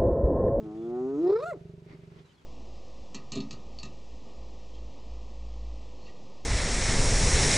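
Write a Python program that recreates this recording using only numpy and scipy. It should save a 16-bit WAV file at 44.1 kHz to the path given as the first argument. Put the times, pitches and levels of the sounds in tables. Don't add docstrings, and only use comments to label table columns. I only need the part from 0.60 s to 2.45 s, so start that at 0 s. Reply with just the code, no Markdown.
import sys
import numpy as np
from scipy import signal
from scipy.fft import rfft, irfft, next_fast_len
from scipy.io import wavfile
from scipy.ndimage import uniform_filter1d

SR = 44100
rng = np.random.default_rng(int(sys.argv[2]) if len(sys.argv) > 2 else 0)


def waveform_to_disk(signal):
    frames = np.transpose(np.atleast_2d(signal))
    scaled = np.clip(frames, -1, 1) * 32767
    samples = np.round(scaled).astype(np.int16)
    wavfile.write(sys.argv[1], SR, samples)


N = 81585
T = np.arange(N) / SR
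TOP_HZ = 15200
SIDE = np.array([[1], [-1]])


def undb(db):
    return 10 ** (np.asarray(db) / 20)


def curve(table, column=1):
    rows = np.array(table, float)
    return np.interp(T, rows[:, 0], rows[:, column])


def response(points, hz):
    rows = np.array(points, float)
    return undb(np.interp(np.log(np.maximum(hz, 1)), np.log(rows[:, 0]), rows[:, 1]))


def colour(x, points):
    size = next_fast_len(N + 4096)
    hz = np.arange(size // 2 + 1) * SR / size
    return irfft(rfft(x, size) * response(points, hz), size)[:N]


def noise(points):
    x = colour(rng.standard_normal(N), points)
    return x / x.std()


def wander(hz):
    step = 16
    times = T[::step]
    lowpass = signal.butter(2, hz * step, fs=SR, output="sos")
    x = signal.sosfilt(lowpass, rng.standard_normal(2 * len(times)))[len(times):]
    return np.interp(T, times, x / x.std())


def bell(x, centre, width):
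    return np.exp(-.5 * ((x - centre) / width) ** 2)


def ring(x, modes):
    return sum(undb(db) * signal.lfilter(*signal.iirpeak(hz, hz / width, fs=SR), x)
               for hz, width, db in modes)


# frequency in Hz, side gain in dB.
NOISE_SIDE = [(30, -11.5), (300, -9.5), (1000, 1), (2400, -2), (5000, -4.5), (15000, -18)]
def wide_noise(points):
    return noise(points) + colour(noise(points), NOISE_SIDE) * SIDE


# frequency in Hz, relative density in dB.
FIELD_SPECTRUM = [(20, -26), (69, 6), (147, 2), (272, -4.5), (429, -6.5), (561, -8.5), (695, -16),
                  (959, -16), (1510, -32.5), (2320, -25), (4420, -30.5), (5330, -36), (9880, -40),
                  (11300, -54.5), (12200, -40), (15200, -50)]
def field(level_db=-62.5, swell_db=1):
    return undb(level_db + swell_db * wander(3)) * wide_noise(FIELD_SPECTRUM)


# frequency in Hz, relative density in dB.
STALK_SPECTRUM = [(600, 8), (1500, 6), (2700, 3.5), (4000, 0), (5200, -2), (6800, -4.5), (8500, -10),
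                  (11000, -18), (13000, -24.5), (15000, -32.5)]
# time in seconds, level in dB.
STALK_LEVEL = [(0, -68), (.5, -68.5), (.7, -65), (1.0, -69.5), (1.25, -72), (1.6, -68.5), (1.85, -69.5)]
def stalks():
    return undb(curve(STALK_LEVEL) + 1.3 * wander(25)) * wide_noise(STALK_SPECTRUM)


# time in seconds, frequency in Hz.
FOLD_PITCH = [(0, 217.6), (.06, 215.6), (.1, 210.5), (.14, 215.3), (.216, 226.7), (.442, 257.4),
              (.502, 272.4), (.558, 284), (.595, 304.7), (.62, 338.8), (.66, 354.6), (.7, 386.2),
              (.732, 416.1), (.765, 442.6), (.784, 470.2), (.798, 495.4), (.81, 558), (.82, 589.3),
              (.848, 645.4), (.86, 660), (.872, 713), (.886, 710.8), (.906, 689.8), (.918, 633.5),
              (.936, 485.7), (.952, 365.3), (.975, 233.7)]
def vocal_folds(jitter=.0016):
    hz = uniform_filter1d(curve(FOLD_PITCH), size=400) * (1 + jitter * wander(33))
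    return hz, 2 * np.pi * np.cumsum(hz) / SR


# time in seconds, then overall, odd-harmonic and upper-harmonic gains in dB.
GROAN_GAINS = [(0, -34.5, -27.5, -1), (.025, -35.5, -21.5, -4), (.06, -39.5, -1.5, 0.5),
               (.14, -40.5, -3, 0.5), (.2, -37.5, -3, -3.5), (.32, -35.5, 1, 0.5), (.41, -31.5, 1, 0),
               (.46, -30, 1, -5), (.5, -33, 4.5, -2.5), (.56, -29, 5.5, -7.5), (.595, -25.5, -4.5, -4),
               (.625, -33.5, 6, -9), (.66, -32.5, -2, 7.5), (.72, -51.5, -22, 12), (.79, -75.5, -4.5, 2)]
# frequency in Hz, gain in dB.
THROAT_RESPONSE = [(105, -35), (215, -9.5), (290, -3), (335, 4.5), (390, -2), (430, -10), (510, -23.5),
                   (630, -23), (745, -15), (860, -29), (1000, -31), (1250, -29.5), (1400, -37), (1490, -37),
                   (1600, -56), (1850, -44.5), (2300, -67.5)]
# time in seconds, gain in dB.
HOLLOW_GAIN = [(0, -12), (.06, 1.5), (.41, 1.5), (.5, -5), (.6, -5.5)]
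# frequency in Hz, relative density in dB.
NOSE_SPECTRUM = [(1500, -28.5), (2600, -2), (3800, -10.5), (5400, -4), (6700, 4), (7600, -6.5), (9000, -19),
                 (11000, -40)]
def groan(fold_hz, phase, upper_from_hz=570, shimmer_db=2, hollow_hz=705, nose_db=-45.5):
    half_phase = phase / 2 + .012 * wander(90)
    odd_gain, upper_db = undb(curve(GROAN_GAINS, 2)), curve(GROAN_GAINS, 3)
    voice = np.zeros(N)
    for k in range(1, 21):
        hz = k * fold_hz / 2
        upper_share = np.clip((hz - upper_from_hz) / 100 + .5, 0, 1)
        lag = rng.uniform(0, 2 * np.pi) * (k > 4)
        bright_db = upper_share * (upper_db + shimmer_db * wander(12))
        hollow_db = curve(HOLLOW_GAIN) * bell(hz, hollow_hz, width=63)
        gain = response(THROAT_RESPONSE, hz) * undb(bright_db + hollow_db) * odd_gain ** (k % 2)
        voice += gain * np.sin(k * half_phase + lag)
    return undb(curve(GROAN_GAINS)) * (np.sqrt(2) * voice + undb(nose_db) * noise(NOSE_SPECTRUM))


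# time in seconds, pulses per second, drive level in dB.
GROWL_PULSES = [(0, 27, -31), (.075, 26, -36.5), (.12, 22.6, -37), (.2, 23.3, -41.5), (.27, 23.3, -41),
                (.6, 23.2, -41), (.72, 22.8, -43.5), (1.05, 23.9, -33), (1.25, 23.7, -36.5),
                (1.5, 23.5, -38), (1.605, 23, -40.5), (1.65, 21, -46.5), (1.72, 20, -74),
                (1.85, 20.5, -47.5)]
# frequency in Hz, bandwidth in Hz, gain in dB.
GROWL_MODES = [(138, 12, 0), (159.2, 11.2, 6), (394.3, 24.5, 7), (621, 35, 8.5)]
def growl(pulse_at_s=1.0955, open_s=.00366, edge_s=.00064, direct_db=-7.5):
    rate = curve(GROWL_PULSES)
    cycles = np.cumsum(rate) / SR
    cycles -= np.interp(pulse_at_s, T, cycles)
    nearest = np.round(cycles).astype(int)
    since_s = (cycles - nearest) / rate
    strength = undb(.9 * rng.standard_normal(100))[nearest] * undb(curve(GROWL_PULSES, 2))
    pulses = strength * (bell(since_s, 0, edge_s) - bell(since_s, open_s, edge_s))
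    return undb(direct_db) * pulses + ring(pulses, GROWL_MODES)


# start and length in seconds, first and last frequency in Hz, level in dB.
BIRD_NOTES = [(0.15, 0.16, 3470, 3390, -75), (1.62, 0.098, 3980, 3800, -76.5),
              (1.663, 0.09, 3190, 2800, -72.5), (1.731, 0.045, 4390, 4040, -77),
              (1.751, 0.071, 3430, 3120, -74)]
def bird(blur_radians=.9):
    whistles, blur = np.zeros(N), blur_radians * wander(89)
    for start, length, first_hz, last_hz, db in BIRD_NOTES:
        progress = np.clip((T - start) / length, 0, 1)
        hz = first_hz + (last_hz - first_hz) * progress ** 1.6
        whistles += undb(db) * np.sin(np.pi * progress) * np.sin(2 * np.pi * np.cumsum(hz) / SR + blur)
    return np.sqrt(2) * whistles * (1 + .47 * wander(79))


# frequency in Hz, gain in dB.
MOUTH_HALF = [(600, 18.5), (750, 7.5), (950, -4.5), (1120, -4), (1340, 6.5), (1480, -18), (1790, -10),
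              (2050, -20), (2350, -18.5), (3000, -41), (4000, -15.5), (4600, -30), (5200, -18),
              (6300, -50.5), (15000, -76.5)]
MOUTH_WIDE = [(600, -7), (1000, 2), (1250, -5), (1430, -1), (1650, -33.5), (2000, -16.5), (2130, -23.5),
              (2500, -20), (3100, -37.5), (3800, -29.5), (4200, -30), (5000, -47), (6600, -35.5),
              (7500, -27.5), (8700, -45.5), (11000, -55), (15000, -50)]
# time in seconds, gain in dB.
EDGE_GAIN = [(.63, 2), (.7, -3), (.74, 0.5), (.767, 8), (.79, -3), (.835, -5.5), (.88, -14), (.905, 2.5),
             (.92, 15), (.94, 6)]
def mouth(hz, opening, edge_hz=2080):
    formants = response(MOUTH_HALF, hz) ** (1 - opening) * response(MOUTH_WIDE, hz) ** opening
    edge = undb(curve(EDGE_GAIN) * bell(hz, edge_hz, width=260))
    return formants * edge * (hz < TOP_HZ)


# time in seconds, fundamental and overtone gains in dB, roughness from 0 to 1,
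# half-tone gain in dB relative to the overtones, mouth opening from 0 to 1.
WHOOP_SHAPE = [(.56, -69, -98.5, 0, -13.5, 0.16), (.605, -51, -65, 0.11, 0.5, 0.4),
               (.645, -24.5, -59, 0.1, -1.5, 0), (.675, -23, -52.5, 0.3, -5, 0.07),
               (.7, -19, -46.5, 0.83, -1.5, 0.2), (.735, -21.5, -52.5, 0.77, -12, 0),
               (.763, -22, -45, 0, -29, 0.2), (.775, -27, -44.5, 0.3, -22, 0.08),
               (.81, -38, -42.5, 0.55, -26, 0.5), (.84, -33.5, -34.5, 0.18, -22, .7),
               (.875, -37.5, -37.5, 0.1, -43, 0.87), (.91, -38, -39, 0.11, -45, 0.96),
               (.924, -32, -55, 0.3, -26, 1), (.94, -37.5, -57, 0.55, -22, 0.9),
               (.965, -47, -75, 0.5, -24, 0), (.985, -73, -91.5, .4, 7, 0.08)]
# time in seconds, change of fundamental and of overtones in dB.
VOICE_CATCHES = [(0.657, -8, -5), (0.688, -9.5, -3), (.717, -12.5, -5), (.75, -2.5, -12.5),
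                 (.773, -6, -3.5), (0.784, -3, -12.5), (0.819, -4, -8), (0.852, -5, -18), (.934, -12, 8)]
HALF_TONES_DB = [-15.5, 6.5, -28.5]
# frequency in Hz, relative density in dB.
RASP_SPECTRUM = [(130, -39.5), (400, 21.5), (800, 9.5), (1200, -2.5), (1700, -18.5), (2400, -18),
                 (3100, -28), (4000, -3.5), (4550, -7.5), (5200, -13.5), (6300, -21), (9000, -32.5),
                 (11000, -42.5)]
AIR_SPECTRUM = [(1500, -16), (3800, 4.5), (5500, -2), (7500, -0.5), (9500, -2.5), (11200, -13.5),
                (12800, -19.5), (15000, -7.5)]
def whoop(hz, phase, catch_s=.0034, flutter_radians=.15, fray_radians=1.3, rasp_db=6.5, air_db=-29):
    low_catch_db, high_catch_db = sum(np.outer([low_db, high_db], bell(T, at, catch_s))
                                      for at, low_db, high_db in VOICE_CATCHES)
    low_gain = undb(curve(WHOOP_SHAPE, 1) + low_catch_db)
    high_gain = undb(curve(WHOOP_SHAPE, 2) + high_catch_db)
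    roughness, opening = curve(WHOOP_SHAPE, 3), curve(WHOOP_SHAPE, 5)

    def flutter():
        return roughness * np.tanh(wander(172))

    def partial(k):
        return mouth(k * hz, opening) * np.sin(k * phase + fray_radians * flutter())

    def flicker(k, depth_db=7.5):
        return undb(depth_db * np.log10(k - 1) * np.tanh(wander(60)))

    phase = phase + flutter_radians * flutter()
    overtones = sum(partial(k) * flicker(k) for k in range(2, 23)) * (1 + .7 * flutter())
    half_tones = sum(undb(db) * partial(k + .5) * (1 + .5 * wander(68))
                     for k, db in enumerate(HALF_TONES_DB, 1))
    half_tones *= undb(curve(WHOOP_SHAPE, 4))
    voice = low_gain * np.sin(phase) + high_gain * (overtones + half_tones)
    rasp = undb(rasp_db) * roughness ** 2 * (1 - opening) * noise(RASP_SPECTRUM)
    air = undb(air_db - high_catch_db) * opening * noise(AIR_SPECTRUM)
    hiss = high_gain * (rasp + air) * (1 + .43 * np.cos(phase))
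    sounding = (T > WHOOP_SHAPE[0][0]) & (T < WHOOP_SHAPE[-1][0])
    return sounding * (np.sqrt(2) * voice + hiss)


# frequency in Hz, bandwidth in Hz, gain in dB.
AFTER_MODES = [(473.3, 13, -4.5), (596, 10, -2)]
def after_ring(call):
    return ring(call, AFTER_MODES)


# peak time and width in seconds, level in dB, crisp band in Hz, its level in dB.
BRUSHES = [(1.318, 0.033, -55, 2060, -66), (1.434, 0.016, -63, 2180, -71), (1.561, 0.036, -60.5, 1980, -74),
           (1.595, 0.012, -58, 3240, -68.5)]
# frequency in Hz, relative density in dB.
BRUSH_SPECTRUM = [(300, 7), (700, -5), (1300, -8.5), (1650, -12.5), (2100, -9.5), (3100, -15.5),
                  (4600, -16.5), (8000, -35), (14000, -63)]
def rustles(skirt_db=-60):
    out = np.zeros((2, N))
    for at, width, db, crisp_hz, crisp_db in BRUSHES:
        band = [(crisp_hz / 2, skirt_db), (crisp_hz, 0), (crisp_hz * 2, skirt_db)]
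        crisp = undb(crisp_db) * wide_noise(band)
        swish = undb(db + 1.5 * wander(105)) * wide_noise(BRUSH_SPECTRUM)
        out += bell(T, at, width) * (swish + crisp)
    return out


# frequency in Hz, relative density in dB.
THUD_SPECTRUM = [(150, -22), (320, 4), (3000, -70)]
def thud(at_s=1.334, width_s=.004, level_db=-50):
    return undb(level_db) * bell(T, at_s, width_s) * noise(THUD_SPECTRUM)


# frequency in Hz, side gain in dB.
CALL_SIDE = [(200, -15), (380, -20.5), (650, -10), (1400, -12.5), (2500, -17), (5000, -27), (12000, -17.5)]
def ground_bounce(call):
    return call + colour(signal.hilbert(call).imag, CALL_SIDE) * SIDE


def pan(x, db):
    return x * undb(SIDE * db / 2)


def scatter(x, db, t60_s=.52, cutoff_hz=804, side_db=-6):
    tail = rng.standard_normal((2, SR // 2)) * undb(-60 * T[:SR // 2] / t60_s)
    tail /= np.sqrt(np.sum(tail ** 2, axis=1, keepdims=True))
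    dull = signal.sosfilt(signal.butter(3, cutoff_hz, fs=SR, output="sos"), x)
    mid, side = undb(db) * signal.fftconvolve(dull[None], tail, axes=1)[:, :N]
    return mid + undb(side_db) * side * SIDE


def scene():
    hz, phase = vocal_folds()
    call = groan(hz, phase) + whoop(hz, phase)
    call += after_ring(call)
    rumble = growl()
    background = field()
    direct = ground_bounce(call) + pan(rumble, db=-1.9)
    echoes = scatter(call, db=-20) + scatter(rumble, db=-16.5)
    return background + direct + echoes + stalks() + rustles() + thud() + bird()


def record(dry):
    return signal.sosfilt(signal.ellip(10, .2, 80, TOP_HZ, fs=SR, output="sos"), dry)


dry = scene()
out = record(dry)
waveform_to_disk(out)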